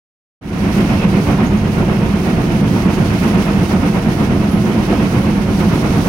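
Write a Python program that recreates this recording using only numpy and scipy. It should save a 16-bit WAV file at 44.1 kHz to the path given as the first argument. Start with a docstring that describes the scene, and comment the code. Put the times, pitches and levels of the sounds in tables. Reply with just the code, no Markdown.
"""Booming, chuffing exhaust beats in the steel cab of a steam locomotive at speed, four to a wheel turn.
Each beat is a pressure pulse through the boiler and a rush of steam out of the chimney.
Wheels and frames rumble, a flange rasps, steam hisses, a gland spurts, air rushes past,
loose plates knock and small parts chink.
The sound fades in, and a limiter ducks the hiss under the heaviest booms."""
import sys
import numpy as np
from scipy import signal
from scipy.fft import rfft, irfft
from scipy.io import wavfile
from scipy.ndimage import uniform_filter1d, minimum_filter1d

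SR = 44100
rng = np.random.default_rng(int(sys.argv[2]) if len(sys.argv) > 2 else 0)


def output_pcm(signal):
    """Save a mono or channel-first signal as 16-bit PCM at the path in sys.argv[1].

    Samples are clipped to [-1, 1] before scaling.
    """
    pcm = np.clip(np.atleast_2d(signal).T, -1, 1) * 32767
    wavfile.write(sys.argv[1], SR, np.round(pcm).astype(np.int16))


N = 268128
TIME_S = np.arange(N) / SR
FREQ_HZ = np.maximum(np.fft.rfftfreq(N, 1 / SR), 1)

# pressure pulse through boiler and firebox: freq_hz, density_db
BOOM_SPECTRUM = [(40, -88), (90, -43.5), (200, -39.5), (420, -64.5), (800, -81)]


def exhaust():
    """Each beat is a low boom and a slightly ragged rush of steam; both follow the engine's effort."""
    # rush out of the chimney: freq_hz, density_db
    chuff_spectrum = [(150, -59.5), (420, -60), (800, -58.5), (1600, -64), (2400, -65.5), (3600, -76.5),
                      (5800, -100), (8000, -102)]
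    # exhaust strength: time_s, effort_db
    effort_curve = [(0.7, -0.2), (0.9, 0), (1.35, 1.2), (1.58, -2.5), (1.85, -0.1), (2.15, -1.5),
                    (3.35, 0.3), (4.25, -0.5), (4.62, -2.5), (5.02, 0.7), (5.45, -2), (5.78, 0.5),
                    (6.08, 0.7)]
    times_s, boom_db, chuff_db = exhaust_beats()
    scatter_db = 0.5 * rng.standard_normal(len(times_s))
    effort_db = np.interp(times_s, *np.transpose(effort_curve)) + scatter_db
    boom_envelope = puffs(times_s, boom_db + 0.89 * effort_db, rise_s=0.019, fall_s=0.049)
    chuff_envelope = puffs(times_s, chuff_db + 1.43 * effort_db, rise_s=0.028, fall_s=0.047)
    boom = turbulence(BOOM_SPECTRUM) * boom_envelope
    chuff = turbulence(chuff_spectrum) * chuff_envelope
    ragged = from_db(0.5 * drift(rate_hz=120))
    return from_db(1.9) * boom + from_db(2.5) * chuff * ragged


def heavy_beats():
    """Extra low boom on the heaviest exhaust beats."""
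    # added booms: crest_s, level_db
    extra_booms = [(0.8, 2.5), (1.164, 0.5), (2.64, 3), (2.882, -3), (3.013, 0.5), (3.36, -3)]
    return turbulence(BOOM_SPECTRUM) * puffs(*np.transpose(extra_booms), rise_s=0.034, fall_s=0.032)


def exhaust_beats():
    """Four unevenly set beats a turn, about a quarter turn apart: times_s, boom_db, chuff_db."""
    # beats of one turn: late_s, boom_db, chuff_db
    valve_beats = [(-0.00083, 0.5, 0.1), (0.001, -1.9, -0.3), (-0.004, -0.3, -1.55), (0.0068, -0.5, 0.1)]
    rows = [(time_s + late_s, boom_db, chuff_db)
            for quarter, (late_s, boom_db, chuff_db) in enumerate(valve_beats)
            for time_s in wheel_times(quarter / 4)]
    return np.transpose(rows)


def wheel_times(phase_turns):
    """Times in s at which the driving wheels, slowly gaining speed, pass a point of their turn."""
    first_turn_s, start_turns_per_s, accel_turns_per_s2 = 0.4162, 1.9913, 0.0296
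    turns = np.arange(12) + phase_turns
    turns_per_s = np.sqrt(start_turns_per_s ** 2 + 2 * accel_turns_per_s2 * turns)
    return first_turn_s + (turns_per_s - start_turns_per_s) / accel_turns_per_s2


def running_gear():
    """Wheels and frames rumble, shaken unevenly by the track."""
    # wheels, frames and fire: freq_hz, density_db
    rumble_spectrum = [(30, -45.5), (38, -41), (62, -43), (90, -39.5), (150, -41), (200, -40.5),
                       (420, -61.5), (800, -62.5), (1600, -75), (3600, -88)]
    return turbulence(rumble_spectrum) * from_db(drift(rate_hz=33) - 1.17)


def flange():
    """A wheel flange rasps as it grazes the rail."""
    # rail contacts: crest_s, level_db
    grazes = [(0.822, -12), (.93, -4), (1.045, 3), (4.95, -8), (5.05, -5)]
    # rasp: freq_hz, density_db
    rasp_spectrum = [(2000, -76), (2400, -64), (2680, -61), (2950, -74), (3300, -70)]
    return turbulence(rasp_spectrum) * puffs(*np.transpose(grazes), rise_s=0.078, fall_s=0.021)


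def steam():
    """A sputtering leak surges after each beat, a gland spurts with the piston, valves whistle faintly."""
    # leak at the fittings: freq_hz, density_db
    hiss_spectrum = [(700, -75), (1600, -70.5), (2400, -69.5), (3600, -71.5), (6000, -73), (7700, -84),
                     (9600, -78), (13000, -86.5), (15500, -84)]
    # spells of leaking: time_s, strength
    leak_curve = [(0.75, 0.8), (1.3, 0.3), (1.6, -2), (2.6, 0.3), (2.8, 0.5), (3.35, 2.2), (3.72, 0.5),
                  (3.86, 0.5), (4.6, -0.7), (5.0, 0.6), (5.42, 0.2), (5.6, 1.4), (6.08, 3.0)]
    # gland blowing on the two piston strokes: phase_turns, level_db
    gland_strokes = [(0.105, -5), (0.665, 1)]
    # its bright spurt: freq_hz, density_db
    spurt_spectrum = [(3000, -80.5), (6000, -77.5), (7700, -86.5), (9600, -81.5), (13000, -87.5),
                      (15500, -85)]
    # steam in the valves: pitch_hz, level_db
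    valve_tones = [(2618, -48.5), (5243, -55.5)]
    surge_times_s = exhaust_beats()[0] + 0.048
    surges = puffs(surge_times_s, np.zeros(len(surge_times_s)), rise_s=0.026, fall_s=0.03)
    hiss = turbulence(hiss_spectrum) * from_db(1.64 * surges - 3.0)
    strokes = [(time_s, level_db) for phase, level_db in gland_strokes for time_s in wheel_times(phase)]
    spurts = turbulence(spurt_spectrum) * puffs(*np.transpose(strokes), rise_s=0.028, fall_s=0.071)
    whistles = sum(from_db(level_db) * drift(rate_hz=7.2) * np.sin(2 * np.pi * pitch_hz * TIME_S)
                   for pitch_hz, level_db in valve_tones)
    sputter_db = 1.34 * over_time(leak_curve) + 1.04 * drift(rate_hz=17)
    return (hiss + spurts) * from_db(sputter_db) + whistles


def draught():
    """Air buffets the open cab side in gusts and throbs with the exhaust."""
    # rushing air: freq_hz, density_db
    rush_spectrum = [(500, -83), (1500, -66.5), (2200, -66), (2700, -68), (3200, -70.5), (4200, -103)]
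    # gusts: time_s, strength
    gust_curve = [(0.7, 1.7), (1.3, 0.5), (1.62, 0.5), (2.65, 0.5), (3.45, 2), (3.9, -1), (4.6, 0.2),
                  (5.05, 1.2), (5.5, -1), (6.08, -4)]
    times_s = exhaust_beats()[0]
    rush = turbulence(rush_spectrum)
    throb_db = 2 * puffs(times_s, np.zeros(len(times_s)), rise_s=0.032, fall_s=0.034)
    gust_db = 2 * over_time(gust_curve) + 1.4 * drift(rate_hz=32)
    return rush * from_db(gust_db + throb_db - 4.5)


def loose_metal():
    """Loose plates knock, a small fitting pings and a link chinks, each ringing at its own modes."""
    # hits: start_s, level_db
    plate_hits = [(1.878, -26), (3.244, -16), (4.926, -12.5), (5.301, -22)]
    fitting_hits = [(4.512, -41)]
    link_hits = [(1.465, -43), (1.572, -43.5), (1.675, -42.5), (2.055, -45), (2.935, -44), (5.77, -44)]
    # modes: pitch_hz, level_db, t60_s
    plate_modes = [(482, -1, 0.081), (685, 0, 0.078), (760, 6, 0.022), (930, -4, 0.094), (1260, -1, 0.029),
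                   (2200, -9, 0.021)]
    fitting_modes = [(11163, -1, .42), (14238, -7, .4)]
    link_modes = [(6580, 0, 0.16)]
    knocks = from_db(-12) * struck(plate_hits, plate_modes, scatter_db=3.5)
    ping = struck(fitting_hits, fitting_modes, scatter_db=1.0)
    chinks = struck(link_hits, link_modes, scatter_db=4.0)
    return knocks + ping + chinks


def cab(sound):
    """The steel box lifts its resonances and rings on at them."""
    # air and panel modes: centre_hz, width_hz, lift_db
    resonances = [(177.5, 14, 3.5), (207.6, 17.5, 7), (287, 18, 7), (310, 12, 1.5), (362.3, 38.4, 11.5),
                  (431, 7.9, 5), (477, 26, 8.5), (545, 22, 5.5), (657, 34, 6), (711, 11, 4), (761, 27, 4),
                  (922, 58, 4.5), (1034, 44, 3.5), (1121, 14, 5.5), (1268, 26, 5.5), (1418, 44, 4),
                  (1910, 20, 4), (2153, 42, 4.5), (3750, 28, 3)]
    response = 1
    for centre_hz, width_hz, lift_db in resonances:
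        detuning = (FREQ_HZ ** 2 - centre_hz ** 2) / (FREQ_HZ * width_hz)
        response = response * (1 + (from_db(lift_db) - 1) / (1 + 1j * detuning))
    return irfft(rfft(sound) * response, N)


def turbulence(spectrum):
    """Stereo noise of a given density, falling steeply past its ends; the sides agree only in the bass."""
    # left-right likeness: freq_hz, correlation
    likeness = [(60, 1), (140, 1), (230, 0.95), (360, 0.96), (470, 0.71), (720, 0.78), (1050, 0.44),
                (1500, 0.1), (2000, -0.35), (2700, 0.42), (3600, -0.46), (4700, 0.48), (6000, -0.026)]
    skirts = np.minimum(FREQ_HZ / spectrum[0][0], 1) * np.minimum(spectrum[-1][0] / FREQ_HZ, 1)
    gain = from_db(over_freq(spectrum)) * skirts ** 4 * np.sqrt(SR / 4)
    correlation = np.clip(over_freq(likeness), -1, 1)
    mid, side = rfft(rng.standard_normal((2, N)))
    stereo = np.sqrt(1 + correlation) * mid + np.sqrt(1 - correlation) * side * [[1], [-1]]
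    return irfft(gain * stereo, N)


def puffs(crests_s, levels_db, rise_s, fall_s):
    """Envelope of a run of puffs: each swells and dies away; their powers add."""
    power = np.zeros(N)
    for crest_s, gain in zip(crests_s, from_db(levels_db)):
        near = slice(*np.searchsorted(TIME_S, [crest_s - 0.2, crest_s + 0.2]))
        age_s = TIME_S[near] - crest_s
        width_s = np.where(age_s < 0, rise_s, fall_s)
        power[near] += gain ** 2 * np.exp(-(age_s / width_s) ** 2)
    return np.sqrt(power)


def struck(hits, modes, scatter_db):
    """Each hit sets every mode ringing with a strength of its own."""
    starts_s, levels_db = np.transpose(hits)
    offsets_db = scatter_db * rng.standard_normal((len(hits), len(modes)))
    ringing = np.zeros(N)
    for k, (pitch_hz, mode_db, t60_s) in enumerate(modes):
        clicks = np.full(N, 1e-18)
        clicks[(starts_s * SR).astype(int)] = from_db(levels_db + mode_db + offsets_db[:, k])
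        radius = np.exp(-np.log(1000) / (t60_s * SR))
        step_rad = 2 * np.pi * pitch_hz / SR
        feedback = [1, -2 * radius * np.cos(step_rad), radius ** 2]
        ringing += (-1) ** k * signal.lfilter([0, np.sin(step_rad)], feedback, clicks)
    return ringing


def drift(rate_hz):
    """Slow random wander, zero mean and unit spread."""
    slow = irfft(rfft(rng.standard_normal(N)) / (1 + (FREQ_HZ / rate_hz) ** 2), N)
    return (slow - slow.mean()) / slow.std()


def from_db(level_db):
    """Decibels to gain."""
    return 10 ** (np.asarray(level_db) / 20)


def over_time(curve):
    """Rows of time_s, value at every sample."""
    return np.interp(TIME_S, *np.transpose(curve))


def over_freq(curve):
    """Rows of freq_hz, value at every frequency bin."""
    freq_hz, value = np.transpose(curve)
    return np.interp(np.log(FREQ_HZ), np.log(freq_hz), value)


def limiter(sound, ceiling_db, release_db_per_s):
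    """The gain drops just ahead of each peak and climbs back steadily."""
    peak_db = 20 * np.log10(np.abs(sound).max(axis=0) + 1e-9)
    excess_db = np.maximum(peak_db - ceiling_db, 0)
    release_db = release_db_per_s * TIME_S
    cut_db = np.maximum.accumulate(excess_db + release_db) - release_db
    gain_db = uniform_filter1d(minimum_filter1d(-cut_db, size=177), size=177)  # 4 ms windows
    return sound * from_db(gain_db)


def scene():
    """All sources sound through the cab, coloured differently left and right."""
    # stereo balance: freq_hz, left_minus_right_db
    balance = [(100, -1.85), (350, -1.75), (700, -3.5), (1350, -2), (2000, -6), (3300, -7), (4700, -13),
               (5900, -20), (7800, -0.2), (8800, 10.2), (9900, 19), (11500, 5.5), (13500, 5), (15500, -5)]
    inside = cab(exhaust() + running_gear() + heavy_beats() + flange() + steam() + draught() + loose_metal())
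    tilt = from_db(over_freq(balance))
    channel_gains = np.array([tilt, np.ones_like(tilt)]) * np.sqrt(2 / (1 + tilt ** 2))
    return irfft(rfft(inside) * channel_gains, N)


def record(dry):
    """Limiter, fade-in and a steep top cut."""
    fade_start_s, fade_end_s, cutoff_hz = 0.41, 0.71, 15800
    limited = limiter(dry * from_db(0.63), ceiling_db=-1.37, release_db_per_s=86)
    fade = np.clip((TIME_S - fade_start_s) / (fade_end_s - fade_start_s), 0, 1) ** 0.8
    top_cut = signal.ellip(12, 0.1, 80, cutoff_hz, fs=SR, output="sos")
    return signal.sosfilt(top_cut, limited * fade)


dry = scene()
out = record(dry)
output_pcm(out)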